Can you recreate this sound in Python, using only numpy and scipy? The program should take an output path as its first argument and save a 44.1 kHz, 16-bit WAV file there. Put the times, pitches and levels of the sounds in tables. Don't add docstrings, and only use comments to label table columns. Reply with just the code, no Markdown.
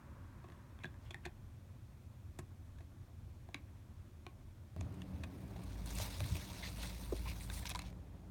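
import sys
import numpy as np
from scipy import signal
from scipy.fft import rfft, irfft
from scipy.io import wavfile
from scipy.ndimage import uniform_filter1d

SR = 44100
rng = np.random.default_rng(int(sys.argv[2]) if len(sys.argv) > 2 else 0)


def gain_from_db(level_db):
    decades = np.asarray(level_db, float) / 20
    return 10 ** decades


def digitize_waveform(pressure):
    field = np.atleast_2d(pressure).T
    bounded = np.clip(field, -1, 1)
    quanta = np.round(bounded * 32767).astype(np.int16)
    wavfile.write(sys.argv[1], SR, quanta)


N = 366030
CHANGE_S = 4.764

# [start_s, peak_db, ring_hz, thump_db and snap_db against the ring]
TICKS = [(0.4863, -54, 2580, 5, -13), (0.5002, -51, 1750, -6, -27), (0.789, -51.5, 1760, -3, -29),
         (0.8435, -35, 1700, -6.5, -32), (0.8545, -46.5, 3460, 1, -21), (0.9415, -54.5, 1720, -14, -15),
         (1.1437, -36, 1840, -10.5, -20), (1.2619, -41.5, 1660, 4, -28), (1.2704, -50, 1660, -4, -22),
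         (2.3913, -45.5, 1650, -11, -18), (3.488, -52, 1010, 5, -24), (3.544, -30, 2260, -14, -23),
         (4.2653, -38.5, 2420, -2.5, -21), (4.8095, -43, 6100, -10, -19), (5.018, -43, 2730, -13, -14)]
# [start_s, peak_db, ring_hz, thump_db and snap_db against the ring]
TAPS = [(5.4794, -62, 1630, 3, 1), (5.8592, -48, 4520, -20, 3), (5.8745, -46.5, 4130, -9, -5),
        (5.73, -61, 6000, -20, 2), (5.9848, -37, 6650, -17, -3), (6.195, -56, 3600, -14, -13),
        (6.2038, -32.5, 2230, -11, -9), (6.3539, -38, 2500, -7, -8.5), (6.3663, -44, 4000, -24, -5),
        (7.1814, -51, 3950, -14, -7), (7.4992, -37.5, 1560, -12, -20), (7.655, -34, 2150, -17, -15),
        (7.6941, -35, 3680, -20, -9), (7.7009, -33.5, 2470, -31, -4.5), (7.7485, -35, 2120, -33, -10),
        (7.7568, -31.5, 3960, -17, -15), (7.7912, -33, 4040, -26, -14), (7.8187, -42.5, 3800, -18, -13),
        (7.9271, -57, 1890, 4, -22), (7.767, -57, 8000, -24, 4), (7.775, -58, 9000, -24, 4),
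        (7.737, -58, 9500, -24, 4)]
# [start_s, peak_db, ring_hz, thump_db and snap_db against the ring]
DRAGS = [(0.4405, -55, 1100, 9, -29), (0.5186, -52, 1710, -8, -26), (0.8345, -42, 2400, -18, -29),
         (1.1055, -42.5, 3370, -3.5, -16), (1.2515, -35.5, 1800, -7.5, -19.5), (2.3871, -42, 1260, 3, -7.5),
         (2.784, -56, 1670, -5, -14), (2.8046, -55.5, 1790, 2.5, -21), (4.9395, -60, 1080, 9, -4),
         (5.2346, -40.5, 2530, -6, -15), (5.561, -52, 800, 5, -20), (5.59, -54, 1100, 4, -25),
         (5.6347, -54, 1090, -10, -2), (7.7107, -42, 2450, -8, -19)]
# [pitch_hz, level_db]
BOARD = [(290, -52.5), (500, -13), (754, -8), (1150, -4), (1380, -16.5), (1580, -8), (1720, -7),
         (2110, -10), (2590, -7), (3030, -22), (3420, -8.5), (4300, -15.5), (4980, -28.5), (6490, -20.5),
         (9000, -33), (11700, -28.5), (19800, -120)]
# [pitch_hz, width_hz, level_db]
PANEL = [(360, 51, -3), (672, 93, -2.5), (224, 74, -17.5)]
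TICK_MS, TAP_MS, DRAG_MS = 2.148, 2.1, 7.3
TICK_LOW_HZ, TAP_LOW_HZ = 250, 1300


def tick(db, hz, thump_db, snap_db, ms, low_hz):
    t = np.arange(2600) / SR
    u = t * 2500 / max(ms, 0.3)
    contact = u * np.exp(1 - u)
    fibres = rng.standard_normal((2, len(t))) * contact
    release = signal.unit_impulse(len(t), np.argmax(contact))

    ring = band(fibres[0] + 7.0 * release, hz * 0.96, hz * 1.04, order=1)
    struck = signal.fftconvolve(fibres[0] + 6.5 * release, causal(BOARD))[:len(t)]
    body = band(struck, low_hz, 19000, order=1)
    snap = band(fibres[1] + 2.5 * release, 5600, 9000, order=1)
    snap = band(snap, 4500, 16000, order=1)
    thump = np.zeros(len(t))
    for face_hz, width, face_db in PANEL:
        face = band(release, face_hz - width / 2, face_hz + width / 2, order=1)
        thump += gain_from_db(face_db) * face / width
    thump = band(thump, 92, 1200)

    claw = peaked(0.75 * peaked(ring) + peaked(body))
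    return gain_from_db(db) * (claw + gain_from_db(snap_db + 3.0) * peaked(snap) + gain_from_db(thump_db - 2.5) * peaked(thump))


# [start_s, peak_db, pitch_hz, length_ms]
GLINTS = [(1.1075, -52, 2480, 4), (.8435, -42, 1650, 6), (1.1445, -48, 1850, 3.5), (1.139, -58, 2300, 2),
          (1.147, -54, 800, 8), (1.251, -50, 2200, 3), (1.255, -51, 4270, 4), (1.262, -50, 824, 6),
          (1.27, -56, 2550, 4), (.857, -56, 3450, 9), (6.204, -46, 4000, 2), (4.2655, -47, 711, 7),
          (4.266, -55, 1250, 4), (4.81, -50, 668, 8), (4.81, -49, 2290, 3), (5.02, -57, 3400, 3),
          (3.489, -59, 700, 8), (2.803, -61, 680, 8), (3.55, -48, 290, 14), (4.766, -54, 650, 8),
          (5.561, -49, 800, 4), (5.984, -48, 5800, 2), (6, -44, 950, 4), (7.1225, -51, 1200, 4),
          (7.128, -53, 980, 5), (7.718, -48, 2300, 2), (7.718, -50, 6600, 2), (7.132, -40, 560, 6),
          (7.185, -52, 4200, 3), (7.5, -49, 3650, 4), (7.654, -46, 2200, 5), (7.674, -51, 2250, 3),
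          (7.7495, -40, 4700, 1.5), (7.761, -43, 1000, 6.5), (7.738, -56, 1800, 4), (7.792, -47, 2300, 2),
          (7.792, -50, 6340, 2), (7.798, -50, 2650, 5), (7.8, -54, 4000, 2), (7.702, -45, 5500, 2),
          (7.694, -47, 5500, 2)]


def glint(db, hz, ms):
    t = np.arange(3000) / SR
    u = t * 3000 / max(ms, 0.5)
    patch = np.sin(2 * np.pi * hz * t)
    neighbour = 0.4 * np.sin(2 * np.pi * 1.09 * hz * t)
    return gain_from_db(db) * u * np.exp(1 - u) * (patch + neighbour)


# [start_s, length_s, level_db, strong_hz, weak_hz]
RASPS = [(4.808, 0.0048, -55.5, 6460, 7500), (2.39, .006, -61, 7000, 7200),
         (7.69, 0.0072, -47, 12100, 15000), (3.543, .006, -50, 3800, 4400), (.80, 0.031, -67, 2300, 900),
         (1.046, 0.047, -71, 3100, 2500), (1.235, 0.017, -68, 1630, 2800),
         (6.624, 0.021, -47.5, 2020, 4000), (6.648, 0.024, -51, 2050, 4300),
         (7.255, 0.024, -51, 1020, 2400), (7.272, 0.06, -53, 2440, 4700), (5.951, .008, -53, 8200, 9000),
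         (6.06, .02, -60, 13000, 14500), (7.666, 0.012, -47, 5600, 3500), (5.996, 0.042, -53, 6500, 3200),
         (7.407, .015, -57, 2200, 4000), (7.43, .005, -54, 6000, 4500), (7.528, .016, -55, 9190, 4500),
         (7.572, .032, -60, 2000, 3700), (7.62, .02, -58, 2000, 4000), (7.4, .07, -64, 9000, 9500),
         (5.906, .012, -54, 6590, 9500), (6.288, .007, -54, 3860, 7000), (7.164, .006, -56, 2540, 5000),
         (6.67, .009, -52, 2700, 5000), (7.707, .005, -48, 3700, 6000), (6.8, .07, -60, 3500, 900),
         (7.51, .015, -58, 2200, 1200), (6.01, .035, -55, 13500, 4200), (5.93, .03, -60, 14000, 6500),
         (7.57, .03, -62, 8200, 9600)]


def rasp(length, db, strong_hz, weak_hz):
    size = int(length * SR)
    slips = rng.standard_normal(4000) * (rng.random(4000) < 0.12)
    pressure = signal.windows.tukey(size, 0.2) * np.linspace(1.2, 0.7, size)
    slips *= np.pad(pressure, (0, 4000 - size))
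    strong = evened(band(slips, strong_hz * 0.87, strong_hz * 1.1))
    weak = evened(band(slips, weak_hz * 0.82, weak_hz * 1.1))
    return gain_from_db(db) * (strong + 0.63 * weak) * np.sqrt(size / 8000)


# [start_s, peak_db, pitch_hz, time to fall 60 dB in s]
KNOCKS = [
    (0.846, -36.5, 146, 0.076),
    (1.261, -39, 145, .06),
    (2.391, -32.5, 138.5, 0.061),
    (4.762, -34, 80, 0.21),
    (4.266, -46.5, 1096, 0.029),
    (5.999, -32, 620, 0.022),
    (6.204, -36, 580, 0.032),
    (7.1325, -29, 270, 0.03),
    (3.547, -40, 1120, 0.018),
]
# [start_s, peak_db, pitch_hz, time to fall 60 dB in s]
PINGS = [
    (7.75, -34, 990, 0.045),
    (7.652, -45, 960, .05),
    (7.712, -46, 720, .05),
    (7.838, -49, 760, .03),
    (7.63, -49, 700, .03),
    (7.79, -55, 980, .04),
]
PING_SIDE_DB = -14


def knock(db, hz, t60, side_db=0):
    t = np.arange(14000) / SR
    fall_db = -60 * t / max(t60, 0.01)
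    wall = np.zeros(len(t))
    for ratio, mode_db in ((0.75, -13.5), (1, 3.5), (1.38, -2), (1.8, -5.5), (3.1, -6.5)):
        mode_db = mode_db + ratio * fall_db + side_db * (ratio != 1)
        wall += gain_from_db(mode_db) * np.sin(2 * np.pi * ratio * hz * t)
    soft_start = 1 - np.exp(-t * hz / 0.78)
    return gain_from_db(db - 3.5) * band(wall * soft_start, 68, 11000)


SLAP_S, SLAP_DB, SLAP_MS = 7.1228, -29.5, 4.6
SLAP_HZ = (620, 300)


def slap():
    u = np.arange(3000) / SR * 1000 / SLAP_MS
    hz = SLAP_HZ[1] + (SLAP_HZ[0] - SLAP_HZ[1]) * np.exp(-u / 0.9)
    return gain_from_db(SLAP_DB) * u * np.exp(0.5 - u ** 2 / 2) * np.sin(2 * np.pi * np.cumsum(hz) / SR)


# [pitch_hz, level_db]
FUR = [(1410, -15), (2400, -6.5), (2670, -1), (3030, -6.5), (3400, 1), (3880, 1.5), (4900, -2.5),
       (6600, -4), (7660, -9.5), (9040, -4.5), (10600, -11.5), (11700, -8.5), (13500, -9.5), (16600, -13),
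       (17400, -16)]
# [pitch_hz, width_hz, level_db]
TUBE = [(940, 82, 3), (2240, 200, -5), (4300, 2400, -8), (5800, 140, -7), (8450, 1900, -13),
        (11600, 150, -15)]
# [pitch_hz, level_db]
SCUFF = [(260, -34), (450, -3), (599, -1.5), (766, -4), (987, -3.5), (1350, -7.5), (1830, -9.5),
         (2170, -10), (3000, -17.5), (3900, -54), (6600, -120)]
# [time_s, pressure_db, brightness_db against the pressure]
LEAN = [
    (4.77, -78, -4.5),
    (5.38, -77.5, 1.5),
    (5.73, -66.5, -4.5),
    (5.85, -69.5, -0.5),
    (5.87, -58, -1.5),
    (6.62, -57.5, -4.5),
    (6.74, -62, -0.5),
    (7.66, -66, 1.5),
    (7.9, -70.5, -9),
]
# [start_s, length_s, pressure_db, brightness_db against the pressure]
STROKES = [(.97, .15, -76.5, -6), (5.916, 0.18, -49.5, -4), (6.11, .07, -56, -11), (6.21, .06, -60, -8),
           (6.27, .05, -61, -6), (6.332, 0.055, -54, -3), (6.608, 0.11, -53, -16), (6.741, .19, -53, -7),
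           (7.13, .07, -59, -6), (7.24, .1, -57, -2), (7.374, 0.091, -65, 3), (7.515, .05, -60, 3),
           (7.46, .19, -60.5, 6), (7.644, 0.044, -52.5, -6), (7.695, 0.036, -48.5, -11),
           (7.792, .05, -66, -11), (7.828, 0.071, -63, -12), (6.93, 0.18, -65.5, -2)]
STROKE_PEAK, LET_GO_S = 0.57, 0.015
SCUFF_DB, SCUFF_SLOPE, SCUFF_TOP_DB = -0.5, -0.37, 9


def rub():
    t = np.arange(N) / SR
    clumps = gain_from_db(1.33 * evened(uniform_filter1d(rng.standard_normal(N), 300)))
    strength = gain_from_db(2.1 * np.minimum(rng.exponential(1, N), 5))
    happens = rng.random(N) < 5000 / SR
    slips = strength * happens * rng.choice([-1., 1.], N)
    slips = patchy(slips * clumps, patchy_db=2.0, size=9)
    for hz, width, db in TUBE:
        slips = slips + 0.5 * gain_from_db(db / 2) * band(slips, hz - width / 2, hz + width / 2, order=1)
    fur = coloured(slips, FUR)
    mid = signal.sosfiltfilt(signal.butter(2, 7600, fs=SR, output="sos"), fur)

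    let_go = np.exp(-np.maximum(t - LEAN[-1][0], 0) / LET_GO_S)
    lean = gain_from_db(curve(LEAN, t, axis=1)) * (t > CHANGE_S) * let_go
    strokes = swells(STROKES, STROKE_PEAK)
    press = np.sqrt(lean ** 2 + (strokes ** 2).sum(0))
    lean_bright = lean * gain_from_db(curve(LEAN, t, axis=2))
    stroke_bright_power = gain_from_db(np.array(STROKES)[:, 3]) ** 2 @ strokes ** 2
    bright = np.sqrt(lean_bright ** 2 + stroke_bright_power)

    press_db = 20 * np.log10(press + 1e-9)
    scuff_db = np.minimum(SCUFF_DB + SCUFF_SLOPE * (press_db + 60), SCUFF_TOP_DB)
    scuff = coloured(slips, SCUFF) * press * gain_from_db(scuff_db)
    return gain_from_db(-1.5) * (evened(mid) * press + evened(fur - mid) * bright + scuff)


# [pitch_hz, level_db]
BOOM_OUT = [(21, -54), (35, -7.5), (49, -13), (73, -2), (92, -1), (129, -8), (161, -17), (187, -17.5),
            (211, -15.5), (367, -24.5), (450, -41), (580, -69), (990, -120)]
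# [pitch_hz, level_db]
BOOM_IN = [(21, -39), (35, -16), (81, 3.5), (128, -4), (156, -11), (189, 0.5), (200, -10.5), (220, -13),
           (264, -12.5), (297, -9), (330, -20.5), (379, -18), (422, -28), (450, -30), (580, -70),
           (990, -120)]
# [start_s, length_s, level_db]
BUMPS = [
    (4.75, .15, -40),
    (5.02, 0.35, -47.5),
    (5.96, 0.11, -45.5),
    (6.17, 0.13, -38),
    (6.28, .11, -35),
    (7.08, .12, -47),
    (7.24, .13, -40),
    (2.6, 0.28, -53),
    (3.15, .2, -52),
    (7.52, .16, -47.5),
]
BOOM_DB, HUM_DB = (-55, -51), (-65, -52)
BOOM_SINK_DB_PER_S, HUM_SINK_DB_PER_S = 0.5, 1.83
SWAY_DB, FADE_IN_S, FADE_OUT_S = 1.5, 0.12, 0.16
CAR_HUM_DB = -65


def rumble():
    t = np.arange(N) / SR
    outside = coloured(rng.standard_normal(N), BOOM_OUT)
    inside = coloured(rng.standard_normal(N), BOOM_IN)
    low = np.where(t < CHANGE_S, outside, inside)
    boom = signal.sosfiltfilt(signal.butter(4, 135, fs=SR, output="sos"), low)
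    hum = low - boom
    boom = boom / np.sqrt(uniform_filter1d(boom ** 2, 9000) + 1e-9)
    hum = hum / np.sqrt(uniform_filter1d(hum ** 2, 20000) + 1e-9)

    wander = uniform_filter1d(uniform_filter1d(rng.standard_normal(N), 3000), 3000)
    sway = gain_from_db(SWAY_DB * evened(wander))
    bumps = swells(BUMPS, peak=0.44).sum(0)
    edges = np.clip(np.minimum(t / FADE_IN_S, (N / SR - t) / FADE_OUT_S) + 0.2, 0, 1)
    boom_gain = np.hypot(placed(BOOM_DB, BOOM_SINK_DB_PER_S) * sway, bumps) * edges
    extra_hum = gain_from_db(-21) * bumps + gain_from_db(CAR_HUM_DB - 4.8 * t ** 3)
    hum_gain = np.hypot(placed(HUM_DB, HUM_SINK_DB_PER_S), extra_hum)
    return boom * boom_gain + hum * hum_gain


# [time_s, level_db]
DRONE_LEVEL = [(5.3, -63), (5.6, -57), (5.97, -51), (6.39, -60), (6.66, -52.5), (7.25, -50), (8.1, -56),
               (8.3, -63)]
DRONE_HZ, DRONE_START_S, DRONE_GLIDE_HZ, DRONE_GLIDE_S = 54, 5.3, 7, 0.119


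def drone():
    t = np.arange(N) / SR
    noise = rng.standard_normal((2, N))
    waver = evened(uniform_filter1d(uniform_filter1d(noise, 4000), 4000))
    glide = DRONE_GLIDE_HZ * np.exp(-np.maximum(t - DRONE_START_S, 0) / DRONE_GLIDE_S)
    phase = 2 * np.pi * np.cumsum(DRONE_HZ + glide + 1.5 * waver[0]) / SR
    gain = gain_from_db(curve(DRONE_LEVEL, t, axis=1) + 5.5 + 2.5 * waver[1])
    return gain * np.sin(phase) * np.clip((t - 5.2) / 0.36, 0, 1)


# [pitch_hz, level_db]
CAR = [(350, -25), (600, 3.5), (655, -21), (951, 2.5), (1430, -5.5), (1570, -3.5), (1700, -6.5),
       (4000, -30), (5200, -57), (8800, -120)]
CAR_DB, CAR_FADE_DB, CAR_BEND = -67, -6.5, 1.9


def car():
    t = np.arange(N) / SR
    return coloured(rng.standard_normal(N), CAR) * gain_from_db(CAR_DB + CAR_FADE_DB * t ** CAR_BEND)


# [pitch_hz, level_db]
WASH = [(240, -13), (400, -4), (567, 0), (754, -4), (1140, -5.5), (1270, -8.5), (1630, -9.5), (5000, -25),
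        (6500, -60), (11000, -120)]
# [pitch_hz, level_db]
HISS = [(1470, -19), (2500, 1), (2890, -8.5), (2990, -4), (3430, -0.5), (4900, -5.5), (5230, -2.5),
        (6790, -3), (7980, -5.5), (9700, -3.5), (10300, -12), (11200, -5), (14700, -8.5), (16600, -11.5),
        (17400, -18)]
HISS_DB = -78
DULL_DB, BRIGHT_DB = (-75, -64.5), (-77, -71)
WASH_SINK_DB_PER_S = 1.14


def floor():
    wash = patchy(coloured(rng.standard_normal(N), WASH), patchy_db=1.5, size=10)
    dull = signal.sosfiltfilt(signal.butter(3, 950, fs=SR, output="sos"), wash)
    street = evened(dull) * placed(DULL_DB, WASH_SINK_DB_PER_S)
    street += evened(wash - dull) * placed(BRIGHT_DB, WASH_SINK_DB_PER_S)
    return street + gain_from_db(HISS_DB) * coloured(rng.standard_normal(N), HISS)


# [pitch_hz, time to fall 60 dB in s]
ROOM = [(200, 0.16), (1000, 0.21), (3000, 0.14), (6000, 0.077)]
ROOM_DB = (-15, -20)


def room(x):
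    taps = np.zeros(SR // 2)
    at = np.arange(300, len(taps) - 20, 20)
    taps[at + rng.integers(0, 20, len(at))] = rng.choice([-1., 1.], len(at))
    hz, t, z = signal.stft(taps, SR, nperseg=256)
    decay = gain_from_db(-60 * t / read(ROOM, hz)[:, None])
    tail = signal.istft(z * decay, SR, nperseg=256)[1]
    return signal.fftconvolve(x, tail / np.linalg.norm(tail))[:N]


def evened(x):
    return x / np.sqrt(np.mean(x ** 2) + 1e-20)


def peaked(x):
    return x / abs(x).max()


def read(points, hz):
    f, value = np.transpose(points)
    return np.interp(np.log(hz + 1), np.log(f + 1), value)


def curve(rows, t, axis):
    rows = np.array(rows)
    return np.interp(t, rows[:, 0], rows[:, axis])


def band(x, lo_hz, hi_hz, order=2):
    return signal.sosfilt(signal.butter(order, [lo_hz, hi_hz], "band", fs=SR, output="sos"), x)


def coloured(x, points):
    hz = np.fft.rfftfreq(len(x), 1 / SR)
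    inside = (hz > points[0][0]) & (hz < points[-1][0])
    return evened(irfft(rfft(x) * gain_from_db(read(points, hz)) * inside, len(x)))


def causal(points):
    hz = abs(np.fft.fftfreq(2048, 1 / SR))
    log_gain = np.log(gain_from_db(np.maximum(read(points, hz), -70)))
    return np.fft.ifft(np.exp(np.conj(signal.hilbert(log_gain)))).real[:1024]


def patchy(x, patchy_db, size):
    z = signal.stft(x, nperseg=512, noverlap=384)[2]
    field = rng.standard_normal(z.T.shape).T
    field = evened(uniform_filter1d(uniform_filter1d(field, size, 0), size, 1))
    return evened(signal.istft(z * gain_from_db(patchy_db * field), nperseg=512, noverlap=384)[1][:N])


def swells(rows, peak):
    t = np.arange(N) / SR
    out = np.zeros((len(rows), N))
    bend = np.log(0.5) / np.log(np.clip(peak, 0.1, 0.9))
    for line, (start, length, db) in zip(out, np.array(rows)[:, :3]):
        u = np.clip((t - start) / length, 0, 1) ** bend
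        line += gain_from_db(db) * np.sin(np.pi * u) ** 2
    return out


def placed(db, sink_db_per_s):
    since = np.arange(N) / SR - CHANGE_S
    return gain_from_db(np.where(since < 0, db[0], db[1] - sink_db_per_s * since))


def add(mix, s, sound):
    part = mix[round(s * SR):][:len(sound)]
    part += sound[:len(part)]


def scene():
    hits = np.zeros(N)
    for s, *row in TICKS:
        add(hits, s, tick(*row, TICK_MS, TICK_LOW_HZ))
    for s, *row in TAPS:
        add(hits, s, tick(*row, TAP_MS, TAP_LOW_HZ))
    for s, *row in DRAGS:
        add(hits, s, tick(*row, DRAG_MS, TICK_LOW_HZ))
    for s, *row in GLINTS:
        add(hits, s, glint(*row))
    for s, *row in RASPS:
        add(hits, s, rasp(*row))
    for s, *row in KNOCKS:
        add(hits, s, knock(*row))
    for s, *row in PINGS:
        add(hits, s, knock(*row, PING_SIDE_DB))
    add(hits, SLAP_S, slap())
    bed = rub() + rumble() + drone() + car() + floor()
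    return (hits + room(hits * placed(ROOM_DB, 0)) + bed)[None]


def band_limit(x):
    return signal.sosfilt(signal.butter(12, 17550, fs=SR, output="sos"), x)


def record(dry):
    return band_limit(dry)


dry = scene()
out = record(dry)
digitize_waveform(out)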